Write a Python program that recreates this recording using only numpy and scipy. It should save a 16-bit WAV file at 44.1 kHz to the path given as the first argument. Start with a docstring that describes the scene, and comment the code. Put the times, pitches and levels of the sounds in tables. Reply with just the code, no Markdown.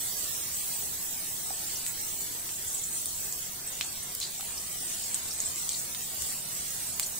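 """Garlic frying in a shallow pan

Chopped garlic fries in a film of oil, heard from close above in a small kitchen. Bright hiss is noise that
swells and fades with the frying; crackle and pops are clicks rung through resonances; larger bubbles are short
rising tones. Wet pieces spit jets of gritty noise, a few bits land with soft knocks. Low noise and wavering
sines are stove and room.
"""
import sys
import numpy as np
from scipy import signal
from scipy.fft import rfft, irfft, next_fast_len
from scipy.io import wavfile
from scipy.ndimage import uniform_filter1d

SR = 44100
rng = np.random.default_rng(int(sys.argv[2]) if len(sys.argv) > 2 else 0)


def pcm_store(signal):
    """Save signal as 16-bit PCM."""
    levels = np.round(np.clip(np.atleast_2d(signal), -1, 1) * 32767)
    wavfile.write(sys.argv[1], SR, levels.astype(np.int16).T)


N = 317079
TIME_S = np.arange(N) / SR

# Stove and room rush. 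Each row: frequency in Hz, relative spectral level in dB.
RUMBLE_SPECTRUM = [(20, 2.5), (52, -8), (68, 4), (105, 0), (160, -1), (220, -4), (400, -6), (580, -13.5),
                   (730, -4.5), (950, -33), (2000, -14.5), (5000, -48)]
# Appliance hum partials. Each row: frequency in Hz, rms level in dB before the swell.
HUM_PARTIALS = [(71, -70.5), (142.5, -65), (182, -69.5), (212, -77.5), (249, -72.5)]
# Wavering of the hum. Each row: time in seconds, gain in dB.
HUM_SWELL_CURVE = [(0, 1), (.9, 1.5), (1.6, -0.5), (3.0, -1), (3.5, 0), (4.6, 0), (5.5, -3.5), (6.1, 3.5),
                   (7.19, 2)]
# One soft low thump: start in seconds, nominal peak in dB, pitch in Hz, T60 in seconds.
LOW_THUMP = (6.215, -46, 80, 0.3)
# Likeness of the two channels in noise. Each row: frequency in Hz, left-right correlation (no unit).
CHANNEL_LIKENESS = [(30, 0.59), (80, 1), (170, 0.87), (350, 0.72), (700, 0.35), (1400, -0.064),
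                    (2800, 0.54), (5000, -0.18), (9000, -0.16), (15000, 0.1)]
# Garlic bits landing. Each row: start in seconds, peak in dB, pitch in Hz, T60 in seconds.
LANDING_KNOCKS = [(1.503, -43, 1700, .006), (1.506, -33, 763, .02), (4.395, -42.5, 777, .025),
                  (4.397, -43, 1250, .018), (4.428, -42.5, 790, .022)]
# Steam jets at set times. Each row: start in seconds, starting rms in dB before the common spit gain,
# pitch in Hz, resonance width in Hz, fade time constant in seconds.
STEAM_JETS = [(.244, -38, 8000, 740, 0.02), (.735, -36, 8160, 740, 0.028), (.745, -48, 5700, 1200, .006),
              (1.755, -35, 5900, 500, .009), (1.868, -36.5, 8300, 1200, .03),
              (2.676, -31.5, 8100, 740, .008), (2.742, -35, 7800, 740, .014),
              (2.778, -29.5, 7000, 740, .0082), (2.832, -30.5, 7140, 740, .017),
              (2.945, -34, 8400, 2500, 0.046), (3.667, -31.5, 8300, 740, 0.017),
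              (3.81, -35, 3100, 300, 0.008), (3.821, -38.5, 4300, 700, .004), (3.84, -40.5, 7400, 900, .03),
              (4.027, -34, 9600, 700, .007), (4.162, -42, 7640, 740, .07),
              (4.209, -32.5, 3900, 1000, 0.017), (4.224, -34.5, 4300, 550, 0.032),
              (4.226, -37, 7200, 2600, 0.045), (4.572, -35.5, 5470, 740, 0.014),
              (5.023, -39, 5200, 740, 0.026), (5.306, -35.5, 5500, 740, 0.017),
              (5.448, -33, 7900, 900, .03), (5.455, -27, 8000, 500, 0.0092), (5.699, -39.5, 6050, 500, .01),
              (5.702, -39.5, 4400, 1100, .05), (5.71, -35, 7800, 1700, 0.032),
              (5.7405, -31, 4200, 700, .004), (7.026, -30, 8000, 600, .011),
              (7.027, -38, 4400, 500, 0.0079), (7.028, -39, 5900, 450, 0.018),
              (7.059, -28.5, 6860, 740, .0047), (7.06, -35, 12500, 4500, .01)]
# Bursting drops. Each row: start in seconds, rms over 2 ms in dB, cavity pitch in Hz,
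# crack against ring in dB, bottom of the crack in Hz, top of the crack in Hz.
DROP_POPS = [(.2433, -30, 7950, -13, 3000, 12000), (1.8648, -26, 8000, -1, 2230, 9000),
             (1.8725, -33, 7700, -13, 3000, 12000), (2.492, -35, 3230, 17, 1000, 9000),
             (3.0577, -24, 9100, -12, 3500, 14000), (3.3252, -26, 7400, -28, 3000, 12000),
             (3.8106, -22, 2980, 3, 1400, 5000), (3.812, -29, 7340, 5, 4000, 15000),
             (4.1508, -26, 13000, 8, 6000, 15000), (4.202, -28, 7800, -10, 4500, 14000),
             (4.2274, -28.5, 4100, -9, 2500, 9000), (4.2298, -32, 4220, -20, 3000, 9000),
             (4.247, -42, 4300, -16, 3000, 9000), (4.4093, -31.5, 12600, 11, 1200, 14000),
             (5.1444, -19.5, 7860, -10, 2600, 14000), (5.4027, -21.5, 6920, -40, 3000, 12000),
             (5.5593, -29, 7500, -16, 4000, 12000), (5.692, -21, 7400, -10, 3300, 5000),
             (5.7327, -29, 6900, -8, 4000, 10000), (5.948, -32.5, 3720, 2, 1500, 9000),
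             (6.2218, -25.5, 7800, 0, 2200, 15500), (6.9973, -18.5, 7750, 9, 1300, 15500),
             (7.026, -37, 2700, 6, 1500, 8000)]
# Frying strength. Each row: time in seconds, then relative levels in dB of the sizzle,
# the finest spray and the coarse bubbling.
FRYING_CURVE = [(0.0, -40, -38, -46), (0.4, -40, -41, -46.5), (0.92, -40, -38.5, -48.5),
                (1.2, -41, -40.5, -48.5), (1.6, -41, -42.5, -48.5), (1.88, -41, -42, -48),
                (2.25, -42, -40.5, -50), (2.66, -40, -43, -50), (2.86, -39, -43.5, -52),
                (3.04, -40, -43.5, -49.5), (3.38, -42, -40.5, -51), (3.62, -44, -44, -50),
                (4.27, -44, -47, -50), (4.93, -40, -43.5, -47.5), (5.29, -39, -48, -48),
                (6.13, -41, -42, -47), (6.47, -40, -42.5, -48), (7.19, -40, -43, -49)]
# Oil hiss. Each row: frequency in Hz, relative spectral level in dB.
HISS_SPECTRUM = [(300, -17), (900, -14), (1400, -16), (2000, -14), (2600, -16.5), (3200, -13), (5200, -11),
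                 (6500, -11), (7200, -4), (8100, 0.14), (9200, -5.5), (11000, -9), (12800, -12),
                 (15200, -6.5)]
# Pan resonances and dips colouring the hiss. Each row: centre in Hz, width in Hz, gain in dB.
PAN_COLOUR = [(2800, 320, 1), (4550, 130, 6), (4740, 180, -5), (5780, 410, 4.5), (6220, 250, 2),
              (6650, 180, 9.5), (6690, 130, -4), (7460, 810, 0.5), (8660, 400, -0.5)]
# Left-right balance of the spray. Each row: time in seconds, left-over-right level in dB.
SPRAY_BALANCE = [(0, -4.5), (.7, -1), (6.1, -1), (6.8, -4)]
# Share of that balance by frequency. Each row: frequency in Hz, factor (no unit).
BALANCE_SHARE = [(3000, 0), (5500, 0.6), (8000, 0.4), (9500, 0), (11500, 2), (13000, -2.5), (14800, 10)]

KITCHEN_T60_S, ROOM_DB = 0.16, -13
CUTOFF_HZ = 15700
SIDE_SPREAD_DB = 10
RANDOM_JETS_PER_S, RANDOM_JET_DB, RANDOM_JET_FADE_S = 2, -38, 0.026  # level before the common spit gain
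RANDOM_JET_LOW_HZ, RANDOM_JET_HIGH_HZ, RANDOM_JET_WIDTH_HZ = 6460, 8650, 1000
RING_CYCLES, RING_HALVING_DB = 6.1, 15  # ring to -60 dB at 0 dB crack; crack rise that halves it
FIZZ_DB, FIZZ_WIDTH_HZ, FIZZ_FADE_S = -16, 2600, 0.0093  # level against its pop
BUBBLING_DB = -51.5
BUBBLE_SPREAD_DB, LARGEST_BUBBLE_DB = 4.0, 13.5


def from_db(db):
    """Decibels to amplitude gain."""
    return 10 ** (np.asarray(db) / 20)


def rms_one(x):
    """Scale to unit rms."""
    return x / np.sqrt(np.mean(x ** 2) + 1e-20)


def at_hz(points, hz):
    """Read a table on a log-frequency axis."""
    known_hz, values = np.transpose(points)
    return np.interp(np.log(np.maximum(hz, 1)), np.log(known_hz), values)


def follow(rows, t_s):
    """Columns of a curve at the given times."""
    known_s, *columns = np.transpose(rows)
    return [np.interp(t_s, known_s, column) for column in columns]


def drift(rate_hz, count=1, size=N):
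    """Slow random wandering of unit rms, two knots per cycle of the rate, over the whole duration."""
    knots = rng.standard_normal((count, int(2 * rate_hz * N / SR) + 3))
    where = np.linspace(0, knots.shape[1] - 2, size)
    rows = [np.interp(where + rng.random(), np.arange(len(row)), row) for row in knots]
    return rms_one(np.array(rows)).squeeze()


def ring(clicks, hz, t60_s):
    """Two-pole resonator: a unit click starts a decaying sine of initial height about 1."""
    radius = np.exp(-np.log(1000) / (t60_s * SR))
    angle = 2 * np.pi * hz / SR
    poles = [1, -2 * radius * np.cos(angle), radius * radius]
    return signal.lfilter([0, np.sin(angle)], poles, clicks + 1e-18)


def resonance(x, hz, width_hz):
    """Two-pole band-pass with about unit peak gain."""
    radius = np.exp(-np.pi * width_hz / SR)
    zeros = np.array([1, 0, -1]) * (1 - radius * radius) / 2
    poles = [1, -2 * radius * np.cos(2 * np.pi * hz / SR), radius * radius]
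    return signal.lfilter(zeros, poles, x + 1e-18)


def balance(db):
    """Left and right gains for a left-over-right level difference."""
    return from_db(np.array([[1], [-1]]) * db / 2)


def add(out, start_s, sound):
    """Mix a sound in at its start time."""
    i = max(int(start_s * SR), 0)
    out[:, i:i + sound.shape[-1]] += sound[..., :N - i]


def stereo_noise(spectrum):
    """Coloured noise of unit rms; mid and side are weighted to give the tabled channel likeness."""
    length = next_fast_len(N, real=True)
    hz = np.arange(length // 2 + 1) * SR / length
    alike = np.clip(at_hz(CHANNEL_LIKENESS, hz), -1, 1)
    mid, side = rfft(rng.standard_normal((2, length)))
    both = np.sqrt(1 + alike) * mid + np.sqrt(1 - alike) * side * [[1], [-1]]
    return rms_one(irfft(both * from_db(at_hz(spectrum, hz)), length)[:, :N])


def from_pan(x, scatter=1.0, fade_s=0.0032, size=300):
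    """Sound from one spot: a direct path to each channel, then scatter off the pan's floor and wall."""
    t_s = np.arange(size) / SR
    paths = rng.standard_normal((2, size)) * np.exp(-t_s / fade_s) * (1 - np.exp(-2 * t_s / fade_s))
    paths *= scatter / np.sqrt(np.sum(paths ** 2, axis=1, keepdims=True))
    paths[[0, 1], rng.integers(0, 2, 2)] += 1  # direct path, 0 or 1 sample late
    return signal.oaconvolve(x[None], paths, axes=1)[:, :len(x)]


def kitchen(x, wall_hz=7000, size=16000):
    """Small-room reverberation: decaying diffuse noise, dulled by a low-pass."""
    t_s = np.arange(size) / SR
    decay = np.exp(-np.log(1000) * t_s / KITCHEN_T60_S) * (t_s > 0.004)
    tail = rng.standard_normal((2, size)) * decay
    tail = signal.sosfilt(signal.butter(1, min(wall_hz, CUTOFF_HZ), fs=SR, output="sos"), tail)
    return signal.oaconvolve(x, tail / np.sqrt(np.sum(tail ** 2) / 2), axes=1)[:, :N]


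def background(rumble_db=-54.0, waver_rad=0.7):
    """Stove and room: low noise, phase-wavering hum sines and one soft ringing thump."""
    hum = 0
    for hz, db in HUM_PARTIALS:
        phase_rad = 2 * np.pi * hz * TIME_S + waver_rad * drift(3.7)
        hum = hum + from_db(db) * np.sqrt(2) * np.sin(phase_rad)
    swell_db = follow(HUM_SWELL_CURVE, TIME_S)[0]
    out = from_db(rumble_db) * stereo_noise(RUMBLE_SPECTRUM) + hum * from_db(swell_db)
    start_s, db, hz, t60_s = LOW_THUMP
    add(out, start_s, from_db(db) * ring(signal.unit_impulse(SR), hz, t60_s))
    return out


def landings(size=5000):
    """A soft piece drops on oiled metal: a dull, damped mode rings."""
    out = np.zeros((2, N))
    for start_s, db, hz, t60_s in LANDING_KNOCKS:
        knock = resonance(ring(signal.unit_impulse(size), hz, t60_s), hz, 350)
        add(out, start_s, from_db(db) * knock / np.max(abs(knock)))
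    return out


def jet(hz, width_hz, fade_s, rise_s=0.0051, size=8000):
    """Steam sputters through oil: gritty, stuttering noise of unit rms in a resonance, then shaped to fade."""
    t_s = np.arange(size) / SR
    grit_db, stutter_db, stutter_s = 6.0, 2.8, 0.002
    gulps_s = np.arange(0, size / SR, stutter_s)
    stutter = np.interp(t_s, gulps_s, rng.standard_normal(len(gulps_s)))
    level_db = grit_db * rng.standard_normal(size) + stutter_db * stutter
    sputter = rng.standard_normal(size) * from_db(level_db)
    steam = resonance(resonance(sputter, hz, width_hz), hz, 2 * width_hz)
    shape = (1 - np.exp(-t_s / rise_s)) * np.exp(-t_s / fade_s)
    return rms_one(from_pan(steam, scatter=0.74)) * shape / shape.max()


def spits():
    """Wet pieces let off steam: jets at set times, and a few more at random times and sides."""
    out = np.zeros((2, N))
    for start_s, db, hz, width_hz, fade_s in STEAM_JETS:
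        add(out, start_s, from_db(db) * jet(hz, width_hz, fade_s))
    for when, pitch, side in rng.random((int(RANDOM_JETS_PER_S * N / SR), 3)):
        hz = RANDOM_JET_LOW_HZ + pitch * (RANDOM_JET_HIGH_HZ - RANDOM_JET_LOW_HZ)
        gains = from_db(RANDOM_JET_DB) * balance(SIDE_SPREAD_DB * (2 * side - 1))
        add(out, when * N / SR, gains * jet(hz, RANDOM_JET_WIDTH_HZ, RANDOM_JET_FADE_S))
    return out


def pops(size=2000):
    """A drop flashes to steam: a sharp crack, the short ring of the cavity it leaves, a brief fizz."""
    out, click = np.zeros((2, N)), signal.unit_impulse(size)
    in_two_ms = np.sqrt(0.002 * SR / size)  # refers the rms to 2 ms
    for start_s, db, hz, crack_db, bottom_hz, top_hz in DROP_POPS:
        band_hz = [bottom_hz, min(top_hz, CUTOFF_HZ)]
        crack = signal.sosfilt(signal.butter(2, band_hz, "band", fs=SR, output="sos"), click)
        t60_s = RING_CYCLES / hz * 2 ** (-crack_db / RING_HALVING_DB)
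        cavity = resonance(click, hz, np.log(1000) / (np.pi * t60_s))
        cavity = resonance(cavity, hz, hz / 2)
        burst = rms_one(cavity) + from_db(crack_db) * rms_one(crack)
        burst = from_pan(burst, scatter=0.95, fade_s=0.0011)
        add(out, start_s, from_db(db) * rms_one(burst) * in_two_ms)
        add(out, start_s, from_db(db + FIZZ_DB) * jet(hz, FIZZ_WIDTH_HZ, FIZZ_FADE_S))
    return out


def bubbling(per_s=520, low_hz=2900, high_hz=7000, cycles=90, rise_per_s=2.3, swell_s=0.00042, size=1600):
    """Larger bubbles at the edges of the pieces: each sings briefly, rising in pitch as it surfaces."""
    out, t_s = np.zeros((2, N)), np.arange(size) / SR
    spread_db = 8
    for when, pitch, big, side, lag in rng.random((int(per_s * N / SR), 5)):
        hz = low_hz + pitch * (high_hz - low_hz)
        shape = (1 - np.exp(-t_s / swell_s)) * np.exp(-np.log(1000) * t_s * hz / cycles)
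        lag_rad = np.array([[0], [2 * np.pi * (lag - 0.5)]])  # right against left
        phase_rad = 2 * np.pi * hz * t_s * (1 + rise_per_s * t_s / 2) + lag_rad
        gains = from_db(spread_db * big) * balance(SIDE_SPREAD_DB * (side - 0.5)) * hz / low_hz
        add(out, when * N / SR, gains * shape * np.sin(phase_rad))
    sizzle_db, _, coarse_db = follow(FRYING_CURVE, TIME_S)
    return rms_one(out * from_db(coarse_db + sizzle_db / 2))


def crackle(per_s=1800, clump_db=3.5, width_hz=2000, bright_db=0.5, count=14):
    """Single bubbles burst in clumps, denser when frying is harder; each click rings a short resonance."""
    t_s = np.arange(0, N / SR, 0.001)
    out, busy_db = 0, 2 * follow(FRYING_CURVE, t_s)[0]
    mean_balance_db = np.mean(SPRAY_BALANCE, axis=0)[1]
    for hz in np.linspace(2400, 15200, count):
        chance = np.cumsum(from_db(busy_db + clump_db * drift(25, size=len(t_s))))
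        when, big, sign = rng.random((int(per_s * N / SR / count), 3)).T
        at = np.interp(when, chance / chance[-1], t_s * SR).astype(int)
        size_db = np.minimum(-BUBBLE_SPREAD_DB * np.log(1 - big), LARGEST_BUBBLE_DB)
        clicks = np.zeros(N)
        clicks[at] = from_db(size_db) * np.sign(sign - 0.5)
        bubbles = from_pan(rms_one(resonance(clicks, hz, width_hz)), scatter=1.0, fade_s=0.0029)
        colour_db = at_hz(HISS_SPECTRUM, hz) + bright_db * (hz > 10000)  # smallest snap hardest
        out = out + bubbles * from_db(colour_db) * balance(at_hz(BALANCE_SHARE, hz) * mean_balance_db)
    return rms_one(out)


def hiss(uneven_db=18.0, ceiling=0.53, surge_db=0.62, uneven_hz=9, size=1024, count=3):
    """Oil hiss: bright noise that swells and fades with the frying."""
    hz, t_s, bins = signal.stft(stereo_noise(HISS_SPECTRUM), SR, nperseg=size)
    sizzle_db, spray_db, coarse_db = [db - np.mean(db) for db in follow(FRYING_CURVE, t_s)]
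    coarse = np.interp(hz, [4500, 6500], [1, 0])[:, None]
    fine = np.interp(hz, [8500, 12000], [0, 1])[:, None]
    treble = np.interp(hz, [1000, 4500], [0.3, 1])[:, None]
    level_db = (1 - fine - coarse) * sizzle_db + fine * spray_db + coarse * treble * coarse_db
    for centre_hz, width_hz, db in PAN_COLOUR:
        level_db = level_db + db / (1 + (2 * (hz[:, None] - centre_hz) / width_hz) ** 2)

    # uneven level; the ceiling limits swells
    wander = drift(uneven_hz, count=len(hz), size=len(t_s))
    wander = rms_one(uniform_filter1d(wander, size=count, axis=0))
    uneven = from_db(uneven_db * np.minimum(wander, ceiling) * treble)
    uneven = uneven / np.sqrt(np.mean(uneven ** 2, axis=1, keepdims=True))
    level = uneven * from_db(level_db + surge_db * drift(9, size=len(t_s)))

    # left-right balance at constant total power
    side_db = at_hz(BALANCE_SHARE, hz)[:, None] * follow(SPRAY_BALANCE, t_s)[0]
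    mean_power = (from_db(side_db) + from_db(-side_db)) / 2
    sides = from_db([side_db / 2, -side_db / 2]) / np.sqrt(mean_power)
    return signal.istft(bins * level * sides, SR, nperseg=size)[1][:, :N]


def scene(hiss_db=-33.5, crackle_db=-43.5, pop_db=0.0, spit_db=-2.5):
    """The pan close by; the kitchen reverberates its crackle, pops, spits and landings."""
    bursts = from_db(crackle_db) * crackle() + from_db(pop_db) * pops()
    bursts = bursts + from_db(spit_db) * spits() + landings()
    sizzle = from_db(hiss_db) * hiss() + from_db(BUBBLING_DB) * bubbling()
    return sizzle + bursts + from_db(ROOM_DB) * kitchen(bursts) + background()


def record(dry):
    """Steep elliptic low-pass: the top is cut."""
    return signal.sosfilt(signal.ellip(12, 0.1, 80, CUTOFF_HZ, fs=SR, output="sos"), dry)


dry = scene()
out = record(dry)
pcm_store(out)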